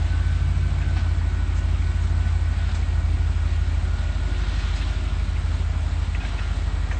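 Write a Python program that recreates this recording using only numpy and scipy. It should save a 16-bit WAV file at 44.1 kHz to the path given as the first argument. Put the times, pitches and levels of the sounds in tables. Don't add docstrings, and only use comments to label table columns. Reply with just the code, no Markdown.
import sys
import numpy as np
from scipy import signal
from scipy.io import wavfile
from scipy.ndimage import uniform_filter1d

SR = 44100
rng = np.random.default_rng(int(sys.argv[2]) if len(sys.argv) > 2 else 0)


def dump_mix(stems):
    frames = np.atleast_2d(stems).T
    limited = np.clip(frames, -1, 1)
    pcm = np.round(limited * 32767).astype(np.int16)
    wavfile.write(sys.argv[1], SR, pcm)


def gain_from_db(level_db):
    decades = np.asarray(level_db, float) / 20
    return 10 ** decades


N = 308259
T = np.arange(N) / SR

# time_s, speed_cycles_per_s
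ENGINE_SPEED = [(0.0, 6.432), (0.59, 6.628), (0.78, 6.612), (1.18, 6.43), (1.52, 6.412), (2.25, 6.501),
                (2.75, 6.36), (2.99, 6.351), (3.3, 6.309), (3.77, 6.279), (4.32, 6.183), (4.93, 6.194),
                (5.33, 6.282), (5.92, 6.273), (6.29, 6.113), (6.65, 6.114), (6.99, 6.07)]
# time_s, firing_order_db, box_boom_db
ENGINE_LOAD = [(0, -24.3, -23.7), (.55, -24.5, -23.5), (.8, -25, -25.5), (1.1, -25.4, -22.6),
               (1.4, -24.5, -25.4), (2.33, -25.1, -22.7), (2.72, -25.5, -25.5), (3, -24.4, -23.4),
               (3.8, -24.9, -24.2), (4.15, -25.6, -27.5), (4.42, -24.2, -30.8), (4.68, -24.5, -28.5),
               (5.2, -25.5, -28.8), (5.48, -26.3, -24.6), (6.08, -26.5, -25.3), (6.3, -26.9, -33),
               (6.5, -25.6, -27.8), (6.99, -25.6, -28.6)]
LEADING_ORDERS = (8, 13, 16, 21)
EXHAUST_PULSES = [(.789, .037), (.621, .009), (.957, .033), (.431, .008), (.34, .032), (1.268, .031),
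                  (.268, -.004), (.746, .031)]
# pitch_hz, width_hz, signed_gain
PIPE_MODES = [(51.3, 7.0, -.018), (64.5, 2.5, .024), (85.4, 7.0, .029), (94.7, 2.0, -.013)]
MANIFOLD_CRACKS = [(.576, .0943), (.323, .0225), (1.169, -.0257), (1.053, .0721), (1.026, .0416),
                   (1.404, .0099), (.395, .0292), (.922, .0518)]
# pitch_hz, width_hz, signed_gain
MANIFOLD_MODES = [(158.3, 8, 1), (212.1, 8, -.28), (266.7, 60, .09)]
MUFFLER_DB = {6: 8, 7: 4, 10: .5, 16: -1, 18: 5, 21: -.5}
# pitch_hz, level_db
BOX_RIPPLE = [(135, 0), (152, 2), (180, -7.5), (205, 2), (240, -2.5), (288, 2), (322, -4.5), (365, 3),
              (400, -1.5)]
# pitch_hz, level_db_per_hz
FAN_SPECTRUM = [(30, -9.5), (60, 0.5), (100, 2), (160, -3.5), (245, -2.5), (380, -10.5), (497, -13.5),
                (657, -7.5), (990, -10), (1460, -11), (2300, -15), (4200, -21.5), (5900, -27.5),
                (8600, -24)]
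# pitch_hz, width_hz, start_s, end_s, level_db
PANEL_HUMS = [(366.4, 4.3, 0.5, 5.12, -55.5), (295.7, 3, -1, 2.1, -51.5), (286, 5, 3, 8, -54),
              (212.5, 3, 0, 2.9, -51.5), (432, 5, 4.9, 7.5, -59.5), (683, 3, 0.5, 3.6, -57),
              (686, 3.5, 5.5, 6.8, -55.5), (621, 5.5, 0.5, 2.3, -62.5), (629, 4, 4, 5.9, -58),
              (578, 5, 3.4, 4.1, -56.5), (1368, 5, 0, 8, -59.5), (1886, 5, 1, 4.7, -57.5),
              (1900, 6, 6, 8.1, -56), (1470, 10, 4, 4.9, -53.5), (1870, 10, 4, 4.8, -56.5),
              (268, 10, 7, 8, -51)]
# multiple_of_cycle, width_hz, level_db
BELT_ROTOR = [(230.7, 23, 0)]
# middle_s, half_length_s, rustle_rise_db
CAR_LURCHES = [
    (0, 0.33, 5),
    (0.793, 0.22, 1),
    (2.003, 0.33, 0),
    (2.744, 0.11, 2.5),
    (3.496, 0.1, 1.5),
    (4.149, 0.25, 2.5),
    (4.656, 0.34, 9),
    (4.877, 0.19, 1),
    (5.299, 0.47, 1.5),
    (6.448, 0.33, 5),
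]
# pitch_hz, level_db_per_hz
RUSTLE_SPECTRUM = [(600, -32), (1200, 0.5), (2500, 1), (3600, 1.5), (4100, 2), (4400, -4.5), (5000, -5.5),
                   (8600, -21.5)]
# start_s, level_db, pitch_hz, t60_s
PLATE_RINGS = [(.816, -38, 2540, 0.044), (.816, -42, 2680, .03), (.934, -52, 3960, 0.12),
               (.966, -38, 2600, .04), (.968, -33, 758, 0.04), (.9665, -35.5, 1660, .04),
               (.977, -43, 2330, .06), (.968, -43, 1260, 0.046), (.955, -38, 303, .15), (.99, -41, 290, .1),
               (.97, -40, 200, .1), (.975, -39, 1495, .06), (.979, -47.5, 3320, .04),
               (1.821, -37.5, 2280, .04), (2.689, -39, 747, 0.061), (2.746, -38, 2290, .03),
               (2.75, -41, 1960, 0.046), (2.797, -44, 2330, 0.034), (2.827, -38.5, 2240, 0.036),
               (4.813, -35.5, 2635, .035), (4.813, -36.5, 2085, .03), (5.198, -39.5, 2286, .05),
               (5.369, -42.5, 2160, 0.056), (5.365, -41, 2060, .05), (6.146, -33.5, 2650, 0.045),
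               (6.149, -36.5, 2540, .04), (6.149, -33.5, 1970, 0.033), (6.156, -40, 1883, .03),
               (6.203, -36.5, 2520, 0.14), (6.212, -40.5, 1610, 0.17), (6.234, -34.5, 750, .05),
               (6.245, -45.5, 2640, .04), (6.249, -34, 2285, .03), (6.250, -35, 1634, 0.046),
               (6.381, -38, 2565, 0.089), (6.389, -34.5, 1890, 0.049), (6.912, -27.5, 1790, 0.028),
               (6.913, -35, 2300, 0.028), (6.912, -34, 1615, 0.031), (6.914, -41, 653, 0.11),
               (6.915, -35, 950, .04), (6.927, -38, 520, 0.057), (6.919, -39, 1740, 0.036),
               (6.927, -39, 1720, .04), (6.939, -46, 1500, 0.032), (6.918, -39, 3030, 0.044)]
# start_s, level_db, top_hz
FITTING_RATTLES = [(.816, -45, 3520), (.957, -44, 4670), (.965, -38.5, 4300), (.978, -44, 4800),
                   (1.821, -55, 3460), (2.689, -43, 4500), (2.745, -41.5, 8470), (2.827, -59, 3970),
                   (4.76, -44.5, 5520), (4.813, -41, 3510), (5.36, -41, 2820), (6.148, -42, 2980),
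                   (6.204, -42, 3020), (6.245, -39, 3810), (6.388, -40.5, 3020), (6.9128, -38.5, 2610)]
# middle_s, half_length_s, level_db
TREAD_SCUFFS = [(.99, .03, -52), (1.58, .03, -47), (2.04, .04, -48), (2.33, .02, -50), (2.51, .02, -57),
                (2.71, .025, -58), (2.77, .03, -51), (3.08, .025, -55), (3.46, .05, -55), (3.97, .03, -58),
                (4.28, .02, -55), (4.77, .025, -41.5), (5.02, .03, -53.5), (5.3, .025, -54.5),
                (5.54, .04, -48.5), (5.92, .035, -52), (6.26, .04, -50.5), (6.62, .03, -54),
                (6.93, .03, -48)]
# pitch_hz, level_db_per_hz
SCUFF_SPECTRUM = [(1500, -13.5), (3000, 0.5), (5000, -3), (8700, -3.5)]


def evened(x):
    return x / np.sqrt(np.mean(abs(x) ** 2) + 1e-20)


def columns(rows, t):
    s, *values = np.transpose(rows)
    return [np.interp(t, s, v) for v in values]


def wander(per_s, t, count):
    noise = rng.standard_normal((count, 400))
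    noise = uniform_filter1d(uniform_filter1d(noise, size=4), size=4)
    knots_s = np.arange(400) / per_s / 4
    return [np.interp(t, knots_s, evened(row - row.mean())) for row in noise]


def resonate(x, hz, width):
    turn = np.exp(2j * np.pi * np.cumsum(hz * np.ones(len(x))) / SR)
    r = np.exp(-np.pi * width / SR)
    return 2 * (turn * signal.lfilter([1 - r], [1, -r], x / turn)).real


def box_db(hz):
    return np.interp(hz, *np.transpose(BOX_RIPPLE))


def turbulence(spectrum, patchy_db, boxed=0):
    frames, hz = N // 256 + 5, np.fft.rfftfreq(1024, 1 / SR)
    a, b, patches = rng.standard_normal((frames, 513, 3)).T
    patches = evened(uniform_filter1d(uniform_filter1d(patches, size=14, axis=0), size=10, axis=1))
    f, db = np.transpose(spectrum)
    level_db = np.interp(np.log(hz + 1), np.log(f + 1), db, left=-60) + boxed * box_db(hz)
    level_db = level_db[:, None] + patchy_db * patches
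    return evened(signal.istft((a + 1j * b) * gain_from_db(level_db), nperseg=1024, noverlap=768)[1][:N])


def rolling_db():
    return sum(db * np.exp(-((T - s) / half) ** 2) for s, half, db in CAR_LURCHES)


def firing(pulses, modes, k):
    strength, late = np.transpose(pulses)
    phases = np.exp(-2j * np.pi * np.outer(k, np.arange(8) / 8 + late))
    pattern = (strength * phases).sum(1)
    hz = k * 6.37
    return pattern * sum(g * f * w / (f * f - hz * hz + 1j * hz * w) for f, w, g in modes)


def leading_db(speed, t):
    null_hz, panel_hz, panel_width_hz = 107.2, 138.7, 1.7
    null_order, panel_order = (n * speed for n in LEADING_ORDERS[2:])
    null_db = -55.5 + 20 * np.log10(abs(null_hz - null_order) + 0.091)
    ring = gain_from_db(2 * -33) / (1 + (2 * (panel_order - panel_hz) / panel_width_hz) ** 2)
    panel_db = 10 * np.log10(ring + gain_from_db(2 * -45.5))
    return *columns(ENGINE_LOAD, t), null_db, panel_db


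def exhaust():
    step = 16
    flutter_db, flutter_rad = 5.0, 0.42
    t = np.arange(N // step + 1) * step / SR
    speed = columns(ENGINE_SPEED, t)[0]
    turns = .0135 + np.cumsum(speed) * step / SR
    k = np.arange(4, 61)
    bare = np.sqrt(2) * gain_from_db(-55.0 - 12 * np.log2(k / 24))
    bare = bare * np.exp(2j * np.pi * rng.random(len(k)))
    cracks = gain_from_db(-50) * firing(MANIFOLD_CRACKS, MANIFOLD_MODES, k)
    orders = np.where(k > 21, cracks, firing(EXHAUST_PULSES, PIPE_MODES, k))
    orders = np.where(k > 46, bare, orders)
    levels = dict(zip(LEADING_ORDERS, leading_db(speed, t)))
    common_db = levels[8] - levels[8].mean()
    lump_db = .3 * wander(9, t, count=1)[0]
    quiet = 1 / (1 + np.exp((6.39 - speed) / .02))
    out, shakes = np.zeros(len(t)), wander(1.985, t, count=2 * len(k))
    for j, (n, z) in enumerate(zip(k, orders)):
        if n in levels:
            weak = .04
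            size = np.sqrt(2) * gain_from_db(levels[n])
        else:
            weak = np.clip(0.0012 / abs(z), .1, .8)
            boxed = n not in range(22, 47)
            size = abs(z) * gain_from_db(common_db + box_db(n * speed) * boxed)
        size = size * gain_from_db(MUFFLER_DB.get(n, 0) - 10 * (n == 14) * quiet)
        size = size * gain_from_db(flutter_db * weak * shakes[2 * j] + lump_db)
        wall = .3 * n * (speed - 6.33) * (n in range(18, 22))
        flutter = flutter_rad * weak * shakes[2 * j + 1]
        out += size * np.cos(2 * np.pi * n * turns + np.angle(z) + wall + flutter)
    return signal.resample_poly(out, step, 1, padtype="line")[:N]


def fan_rush():
    turns = np.cumsum(columns(ENGINE_SPEED, T)[0]) / SR
    beat_db = .6 * np.cos(2 * np.pi * (6 * turns + .1)) + .4 * np.cos(2 * np.pi * (11 * turns + .2))
    level_db = -45 + 0.13 * rolling_db() + 6.5 + beat_db
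    return gain_from_db(level_db) * turbulence(FAN_SPECTRUM, patchy_db=1.2, boxed=0.56)


def panel_hums():
    out, shakes = np.zeros(N), wander(11, T, count=2 * len(PANEL_HUMS))
    for j, (hz, width, start, end, db) in enumerate(PANEL_HUMS):
        on = np.clip(np.minimum(T - start + .2, end - T + .2) / .3, 0, 1)
        turn = np.cumsum(hz + .55 * width * shakes[2 * j]) / SR
        out += gain_from_db(db + 2.5 + 2.2 * shakes[2 * j + 1]) * on * np.cos(2 * np.pi * turn)
    return out


def whine_db():
    hidden = 1 / (1 + np.exp((4.78 - T) / .06))
    slip_db = 3 * np.exp(-T / .9)
    return -51.5 + 0.15 * rolling_db() + slip_db - 3 * hidden


def belt_whine(white):
    speed, out = uniform_filter1d(columns(ENGINE_SPEED, T)[0], size=20000), np.zeros(N)
    for order, width, db in BELT_ROTOR:
        hz = order * speed + 20.12 * np.exp(-T / 0.1997)
        blur = evened(resonate(resonate(white, hz, width), hz, width))
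        tone = np.cos(2 * np.pi * np.cumsum(hz) / SR) + .7 * blur
        beads_db = 0.4 * wander(7, T, count=1)[0]
        out += gain_from_db(whine_db() + db - 0.5 + beads_db) * evened(tone)
    return out


def engine_bay():
    white = rng.standard_normal(N)
    panel = evened(resonate(resonate(white, 2265, 90), 2265, 90))
    return fan_rush() + panel_hums() + belt_whine(white) + gain_from_db(-55.5 - .5 * T) * panel


def tyres():
    flicker_db = 1.2 * wander(15, T, count=1)[0]
    grit = gain_from_db(5.2 * np.minimum(rng.exponential(1, N), 4))
    grit = grit * (rng.random(N) < 250 / SR)
    grit = signal.oaconvolve(grit, np.exp(-T[:600] / 0.0027))[:N]
    rustle = turbulence(RUSTLE_SPECTRUM, patchy_db=1.07) * evened(1 + 0.066 * grit)
    return gain_from_db(-51 + rolling_db() + flicker_db) * rustle


def ramp():
    out, t = np.zeros(N + 8000), T[:8000]
    chatter = uniform_filter1d(rng.standard_normal((len(PLATE_RINGS), 8000)), size=90)
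    for (s, db, hz, t60), rough in zip(PLATE_RINGS, chatter):
        ring = np.sin(2 * np.pi * hz * t + 0.45 * evened(rough)) * (1 - np.exp(-60 * t / t60))
        out[round(s * SR):][:8000] += ring * gain_from_db(db + 4.0 - 60 * t / t60)
    rise = 1 - np.exp(-t / .002)
    hisses = rng.standard_normal((len(FITTING_RATTLES), 8000))
    for (s, db, top_hz), hiss in zip(FITTING_RATTLES, hisses):
        band = signal.butter(4, [600, min(top_hz, 9000)], "bandpass", fs=SR, output="sos")
        fall_db = 4 * np.exp(-t / 0.013) - 60 * t / 0.24
        out[round(s * SR):][:8000] += evened(signal.sosfilt(band, hiss)) * rise * gain_from_db(db + fall_db)
    return out[:N]


def scuffs():
    puffs = sum(gain_from_db(db) * np.exp(-((T - s) / half) ** 2) for s, half, db in TREAD_SCUFFS)
    return turbulence(SCUFF_SPECTRUM, patchy_db=3.5) * puffs


def scene():
    return (exhaust() + engine_bay() + tyres() + ramp() + scuffs())[None]


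def band_limit(x):
    return signal.sosfilt(signal.butter(12, 8720, fs=SR, output="sos"), x)


def record(dry):
    edge = signal.firwin(1801, 8605, window=("kaiser", 9), fs=SR)
    mix = signal.oaconvolve(dry, edge[None], "same")
    return band_limit(mix)


dry = scene()
out = record(dry)
dump_mix(out)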